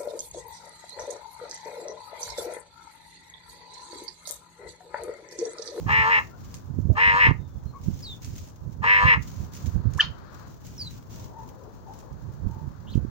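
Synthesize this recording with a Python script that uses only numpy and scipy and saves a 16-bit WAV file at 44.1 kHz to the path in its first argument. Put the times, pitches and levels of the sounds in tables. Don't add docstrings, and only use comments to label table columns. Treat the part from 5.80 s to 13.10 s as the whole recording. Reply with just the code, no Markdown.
import sys
import numpy as np
from scipy import signal
from scipy.fft import rfft, irfft, next_fast_len
from scipy.io import wavfile
from scipy.ndimage import uniform_filter1d

SR = 44100
rng = np.random.default_rng(int(sys.argv[2]) if len(sys.argv) > 2 else 0)


def store_pcm(level_fs):
    pcm = np.round(np.clip(level_fs, -1, 1) * 32767).astype(np.int16)
    wavfile.write(sys.argv[1], SR, np.atleast_2d(pcm).T)


N = 321923
TIME = np.arange(N) / SR


def from_db(db):
    return 10 ** (np.asarray(db) / 20)


def rms_one(x):
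    return x / np.sqrt(np.mean(x ** 2) + 1e-20)


def in_time(rows):
    times, *columns = np.transpose(rows)
    return [np.interp(TIME, times, column) for column in columns]


def hump(t, at, width, order=2):
    return np.exp(-np.minimum(np.abs((t - at) / width) ** order, 60))


def drift(rate_hz):
    pole = np.exp(-40 * np.pi * rate_hz / SR)
    steps = rng.standard_normal(N // 20 + 2002)
    slow = signal.lfilter([1], [1, -2 * pole, pole * pole], steps)[2000:]
    return np.interp(np.arange(N) / 20, np.arange(len(slow)), rms_one(slow))


def band(x, low_hz, high_hz):
    edges = [low_hz, min(high_hz, SR / 2 - 500)]
    return signal.sosfilt(signal.butter(2, edges, "band", fs=SR, output="sos"), x + 1e-18)


def place(x, pan_db, lag_ms):
    left = np.interp(TIME - lag_ms / 1000, TIME, x)
    return np.array([left * from_db(pan_db / 2), x * from_db(-pan_db / 2)])


def noise(colour, pan_db):
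    hz, db = np.transpose(colour)
    size = next_fast_len(N)
    bin_hz = np.arange(size // 2 + 1) * SR / size
    gain = from_db(np.interp(np.log(bin_hz + 1), np.log(hz), db, left=-90, right=-90))
    shaped = irfft(rfft(rng.standard_normal((2, size))) * gain, size)[:, :N]
    return rms_one(shaped) * from_db([[pan_db / 2], [-pan_db / 2]])


def note(rows, harmonics, waver, waver_hz):
    hz, db = in_time(rows)
    sounding = (TIME > rows[0][0]) & (TIME < rows[-1][0])
    level = uniform_filter1d(1. * sounding, size=130) * from_db(db)
    on, out = level > 1e-7, np.zeros(N)
    pitch_hz = hz * (1 + waver * drift(waver_hz))
    phase = 2 * np.pi * np.cumsum(pitch_hz[on]) / SR
    tone = sum(from_db(gain_db) * np.sin(round(k) * phase) for k, gain_db in harmonics)
    out[on] = level[on] * np.sqrt(2) * tone
    return out


def pen_echo(x, fade_s, dull_hz=4950):
    t = TIME[:SR]
    tail = rng.standard_normal((2, SR)) * from_db(-60 * t / fade_s) * (1 - np.exp(-t / 0.0031))
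    tail = band(tail, 250, dull_hz)
    tail /= np.sqrt(np.sum(tail ** 2) / 2 * SR / 2 / dull_hz)
    return signal.fftconvolve(x[None], tail, axes=1)[:, :N]


def hush():
    # time_s, level_db
    low_levels = [(0, -60), (1, -63), (2.95, -64), (3.5, -61), (4.62, -57.5), (4.76, -63), (5.25, -60.5),
                  (5.4, -55), (6.2, -58.5), (7.3, -62)]
    upper_levels = [(0, -71), (.7, -62.5), (1, -68), (2.95, -69.5), (3.5, -63), (4.66, -55), (4.73, -67.5),
                    (7.3, -63)]
    # frequency_hz, level_db
    low_colour = [(200, -7.5), (330, 2), (520, 1), (750, -2.5), (1000, 0.5), (1300, -16.5), (2000, -29)]
    upper_colour = [(800, -18.5), (1150, 1), (1650, -4.5), (2100, -16.5), (3000, -23.5), (4500, -16),
                    (8000, -48)]
    low_db, = in_time(low_levels)
    upper_db, = in_time(upper_levels)
    low = from_db(low_db + 4.5 + 1.3 * drift(8.6)) * noise(low_colour, pan_db=8.5)
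    return low + from_db(upper_db) * noise(upper_colour, pan_db=12)


def rustle_level(rise_s=0.016, fall_s=0.044, floor_db=-73.5):
    # start_s, length_s, level_db
    bouts = [(.01, .44, -61.5), (.59, .2, -65), (2.04, 0.3, -62), (2.43, 0.21, -59.5), (3.42, 0.22, -60.5),
             (3.74, .12, -58), (3.87, .07, -63.5), (4.53, .08, -67.5), (4.675, 0.055, -65.5),
             (4.85, 0.32, -61.5), (5.31, 0.14, -59), (5.59, 0.098, -68.5), (5.94, 0.016, -69),
             (6.11, 0.088, -68.5), (7.11, 0.047, -70.5)]
    power = from_db(floor_db) ** 2
    for start, length, db in bouts:
        fade = np.maximum(start - TIME, 0) / rise_s + np.maximum(TIME - start - length, 0) / fall_s
        power = power + from_db(db) ** 2 * np.exp(-2 * np.minimum(fade, 20))
    return 10 * np.log10(power)


def straw_grain(flutter_db=1.5, ticks_per_s=38, decay_s=0.0069):
    snaps = (rng.random(N) < ticks_per_s / SR) * np.minimum(rng.exponential(1, N), 3)
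    ticks = signal.lfilter([1], [1, -np.exp(-1 / (decay_s * SR))], snaps + 1e-18)
    return rms_one(from_db(flutter_db * drift(90)) + 0.87 * ticks)


def rustle():
    # frequency_hz, level_db
    straw_colour = [(1200, -7), (2500, -5), (4500, -5), (6600, 1.5), (7500, -6.5), (8600, -18.5),
                    (12000, -32)]
    hiss_colour = [(6000, -24), (8500, -13.5), (11500, -11.5), (13500, -13), (15000, 4.5), (17000, -1)]
    rumble_colour = [(20, -19.5), (55, -2), (110, 3), (170, -4.5), (270, -9.5), (450, -24), (800, -37.5)]
    level_db, grain = rustle_level(), straw_grain()
    straw = from_db(level_db + 5.5) * grain * noise(straw_colour, pan_db=0.5)
    hiss = from_db(0.81 * level_db - 10.5) * grain * noise(hiss_colour, pan_db=0.5)
    rumble = from_db(-45 + 0.45 * (level_db - level_db.mean())) * noise(rumble_colour, pan_db=1.5)
    return straw + hiss + rumble


def crackles(decay_s=0.025, gain_db=-8):
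    # start_s, level_db
    bursts = [(0.7417, -37.5), (2.444, -38.5), (2.5546, -41), (2.614, -57), (2.672, -45.5), (3.747, -40),
              (4.134, -43), (4.174, -38), (4.8668, -45.5), (6.1883, -46.5)]
    level = np.zeros(N)
    for start, db in bursts:
        first = int(start * SR)
        level[first:] += from_db(db + gain_db) * np.exp(-TIME[:N - first] / decay_s)
    grain = from_db(3.5 * drift(300))
    colour = [(1500, -2.5), (4000, -3), (6700, 5.5), (8500, -8), (16000, -11.5)]
    return uniform_filter1d(level, size=70) * grain * noise(colour, pan_db=-1)


def wind(lumpy_db=3.5, rise_share=0.7):
    # peak_s, level_db, decay_s
    gusts = [(0.06, -25, 0.11), (0.181, -27, 0.035), (0.65, -37, 0.039), (0.77, -33.5, 0.028),
             (0.984, -22, 0.1), (1.095, -18.5, 0.053), (1.278, -20.5, 0.014), (1.349, -24, 0.026),
             (1.491, -16, 0.04), (1.614, -26, 0.051), (1.757, -26, 0.02), (1.867, -28, 0.035),
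             (2.099, -22.5, 0.047), (2.481, -33, 0.067), (2.867, -24.5, 0.047), (3.001, -27, 0.08),
             (3.245, -19.0, 0.038), (3.374, -23.5, 0.057), (3.606, -27, 0.075), (3.89, -22, 0.051),
             (3.966, -15, 0.022), (4.063, -23, 0.078), (4.162, -17.5, 0.011), (4.273, -29.5, 0.051),
             (6.343, -27.5, 0.032), (6.481, -29.0, 0.078), (6.66, -19, 0.037), (6.769, -19.5, 0.0078),
             (6.872, -32.5, 0.16), (7.17, -17.5, 0.066), (7.249, -23, 0.016)]
    # frequency_hz, level_db
    colour = [(20, -33.5), (40, -10.5), (65, 0.5), (100, 1), (140, -2.5), (200, -12), (300, -22.5),
              (500, -34), (900, -52.5)]
    # time_s, level_db, half_length_ms
    slaps = [(.065, -16, 1.6), (.989, -12, 1.15), (1.056, -14.5, 1.55), (1.102, -15, 0.76),
             (1.471, -13.5, 0.93), (1.511, -11, 1.08), (2.086, -9.5, 1.52), (4.057, -11.5, 1.84),
             (6.671, -12.5, 2.25), (7.157, -8.5, 1.5), (7.178, -9, 1.44), (7.251, -17, 1.23)]
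    power = 0
    for at, db, decay in gusts:
        fade = np.maximum(TIME - at, (at - TIME) / rise_share) / decay
        power = power + from_db(db) ** 2 * np.exp(-2 * np.minimum(fade, 20))
    out = noise(colour, pan_db=-9.5) * np.sqrt(power) * from_db(lumpy_db * drift(25))
    out *= from_db([[-25], [-5]])
    for at, db, half_ms in slaps:
        offset = (TIME - at) * 1000 / half_ms
        out[1] -= from_db(db) * 2 * offset / (1 + offset ** 2 / 4) ** 4
    return out


def far_birds(fade_db=20, wander_hz=44.42):
    # middle_s, half_length_s, pitch_hz, glide_hz_per_s, level_db
    far_calls = [(.535, 0.046, 1412, 1998, -56.5), (1.129, 0.037, 602, 398, -45),
                 (1.629, 0.059, 3640, -1000, -69), (1.732, 0.12, 3500, -300, -79),
                 (1.892, 0.043, 4170, 1193, -65), (1.957, 0.029, 1090, -900, -44.5),
                 (5.591, .08, 889, 197, -44), (5.852, 0.13, 471.6, -400, -49),
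                 (6.093, 0.045, 859, 703, -44.5), (6.763, .12, 891, 8, -50.5)]
    calls = 0
    for at, half, hz, glide, db in far_calls:
        rows = [(at + k * half, hz + glide * k * half, db - fade_db * k * k)
                for k in np.linspace(-1, 1, 7)]
        calls = calls + note(rows, [(1, 1.5), (2, -24)], waver=wander_hz / hz, waver_hz=76)
    echoing = from_db(-3.5) * calls + from_db(-4) * pen_echo(calls, fade_s=0.18)
    return echoing * from_db([[3], [-4]])


def near_birds():
    # waver_fraction, then rows of time_s, pitch_hz, level_db
    whistles = [(0.021, [(2.226, 5300, -45), (2.234, 4980, -44.5), (2.268, 3920, -44.5), (2.3, 3640, -45),
                (2.335, 3570, -47.5), (2.37, 3470, -68)]), (0.014, [(4.979, 5680, -44),
                (4.988, 5190, -45.5), (5.018, 4660, -33.5), (5.04, 4220, -54), (5.075, 3990, -40),
                (5.1, 3520, -82)]), (0.062, [(7.07, 2930, -60), (7.09, 3110, -52.5), (7.105, 3920, -60),
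                (7.132, 4400, -53.5), (7.14, 3010, -50.5), (7.15, 2530, -73)])]
    song = sum(note(rows, [(1, 1.5), (2, -19.5)], waver, waver_hz=340) for waver, rows in whistles)
    return place(song, pan_db=-0.5, lag_ms=0.04) + from_db(-2) * pen_echo(song, fade_s=0.14)


def quail_chip(rasp_db=-30, rasp_at_s=4.214, rasp_width_s=0.0061):
    # time_s, pitch_hz, level_db
    swoop = [(4.178, 765, -54.5), (4.185, 1020, -31.5), (4.191, 1345, -36), (4.195, 1744, -21),
             (4.199, 1726, -12), (4.202, 1830, -21.5), (4.206, 1790, -44.5)]
    hard_note = [(4.197, 1460, -47.5), (4.2, 1446, -22.5), (4.204, 1486, -19), (4.2083, 1590, -6.5),
                 (4.211, 1560, -17), (4.213, 1400, -14.5), (4.215, 1290, -28), (4.222, 1094, -47.5)]
    # pitch_multiple, level_db
    harmonics = [(1, -21.5), (2, -0.5), (3, -30.5), (4, -29.5), (5, -45.5)]
    tone = note(swoop, [(1, -1.5), (2, -27.5)], waver=0.008, waver_hz=200)
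    tone += note(hard_note, harmonics, waver=0.011, waver_hz=410)
    colour = [(600, -15), (1200, 6.5), (2200, -4), (4300, 4), (6600, -7.5), (7800, -32), (12000, -35)]
    burst = np.exp(-((TIME - rasp_at_s) / rasp_width_s) ** 2 / 2)
    rasp = from_db(rasp_db) * noise(colour, pan_db=3.5) * burst
    echo = from_db(-15) * pen_echo(tone, fade_s=0.25) + from_db(3) * pen_echo(rasp[0], fade_s=0.18)
    return place(tone, pan_db=0.5, lag_ms=0.029) + rasp + echo


def crow_movements(release_s=0.034, shut_db=-9.5):
    # start_s, length_s, rasp_hz, throat_db, beak_db, attack_s, scoop_s, sag_fraction
    crows = [(0.063, 0.36, 88.8, -30.5, 0, 0.031, 0.043, .025),
             (1.152, .375, 94.7, -29.5, 1.5, 0.026, .037, 0.032),
             (3.02, 0.3596, 98.07, -29, 1, 0.022, .034, 0.074)]
    # middle_s, half_length_s, rise_db
    openings = [(0.109, 0.074, 20.5), (0.291, 0.049, 21.5)]
    controls = np.zeros((5, N))
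    controls[0] = crows[0][2]
    for start, length, rate_hz, level_db, beak_gain_db, attack_s, scoop_s, sag in crows:
        on = (TIME > start) & (TIME < start + length)
        t = TIME[on] - start
        remaining = length - t
        onset = hump(t, 0, scoop_s)
        push = hump(t, 0.2142, 0.0383)
        lift = hump(t, 0.243, 0.028)
        sagging = (1 + np.tanh((t - 0.295) / 0.013)) / 2
        rasp_hz = rate_hz * (1 - 0.18 * onset - 0.01182 * push + 0.065 * lift - sag * sagging)
        fade_in_db = 24 * np.maximum(1 - t / attack_s, 0)
        fade_out_db = 14.5 * np.maximum(1 - remaining / release_s, 0)
        throat_db = level_db + 5.5 * onset + 7 * push - fade_in_db - fade_out_db
        open_db = sum(rise_db * hump(t, at, half, order=4) for at, half, rise_db in openings)
        beak_db = beak_gain_db + shut_db + open_db
        rough = 0.28 + 0.2 * onset + 0.8 * hump(remaining, 0, 0.05)
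        controls[:, on] = rasp_hz, throat_db, beak_db, rough, np.ones_like(t)
    return controls


def voice_box(rasp_hz, rough, jitter=0.0304, accent_db=4):
    cycle = 2 * np.pi * np.cumsum(rasp_hz * (1 + jitter * rough * drift(70))) / SR
    bunching = 0.18 * np.sin(cycle + 0.47) + 0.27 * np.sin(2 * cycle + 1.74)
    beats = (5 * cycle + bunching + 0.76 * rough * drift(180)) / (2 * np.pi)
    samples_from_beat = (beats % 1 - 0.5) / (5 * rasp_hz) * SR
    pulses = np.sinc(samples_from_beat) * np.exp(-(samples_from_beat / 6) ** 2)
    strength = from_db(accent_db * np.cos(cycle + 0.89) + 3.5 * rough * drift(120))
    breath = (0.06 + rough) * rng.standard_normal(N)
    return strength * (rms_one(pulses) + breath)


def quail_crows():
    # centre_hz, width_hz, level_db, beak_share, pan_db, lag_ms
    resonances = [(535, 137, -14.5, 0.08, 5, 0.43), (998, 225, 1, 0.01, 0, 0.19),
                  (1182, 135, -1.5, 0, 4, 0.32), (1766, 114, 1, 0.39, -0.5, 0.2),
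                  (1914, 70, -1.5, 1, -0.5, 0.2406), (2133, 150, -2, 0.99, 1.5, 0.2504),
                  (2466, 240, -8.5, 0.95, 6, 0.28), (2688, 270, -9.5, 0.8, 2.5, 0.31),
                  (3064, 180, -23, 0, -3.5, 0.38), (3930, 180, -24.5, 0.5, 1, 0.32),
                  (4390, 370, -28, 0, 5, 0.297), (5150, 330, -27, 0.5, -4, 0.33),
                  (6540, 390, -34.5, 0, -3, .31), (7450, 190, -36, 0, -2, 0.31),
                  (12200, 8500, -40.5, 0.3, -1.5, 0.341)]
    rasp_hz, throat_db, beak_db, rough, sounding = crow_movements()
    source = voice_box(rasp_hz, rough ** 1.5)
    voice = 0
    for hz, width, db, beak_share, pan_db, lag_ms in resonances:
        ringing = band(source, hz - width / 2, hz + width / 2)
        ringing /= np.sqrt(uniform_filter1d(ringing ** 2, size=1400) + 1e-12)
        level = uniform_filter1d(sounding * from_db(throat_db + db + beak_share * beak_db), size=130)
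        voice = voice + place(ringing * level, pan_db, lag_ms)
    return voice + from_db(-13) * pen_echo(voice[0], fade_s=0.2)


def scene():
    birds = quail_crows() + quail_chip() + near_birds() + far_birds()
    return birds + wind() + hush() + rustle() + crackles()


def record(dry, cutoff_hz=15800):
    return signal.sosfilt(signal.ellip(10, 0.1, 80, cutoff_hz, fs=SR, output="sos"), dry)


dry = scene()
out = record(dry)
store_pcm(out)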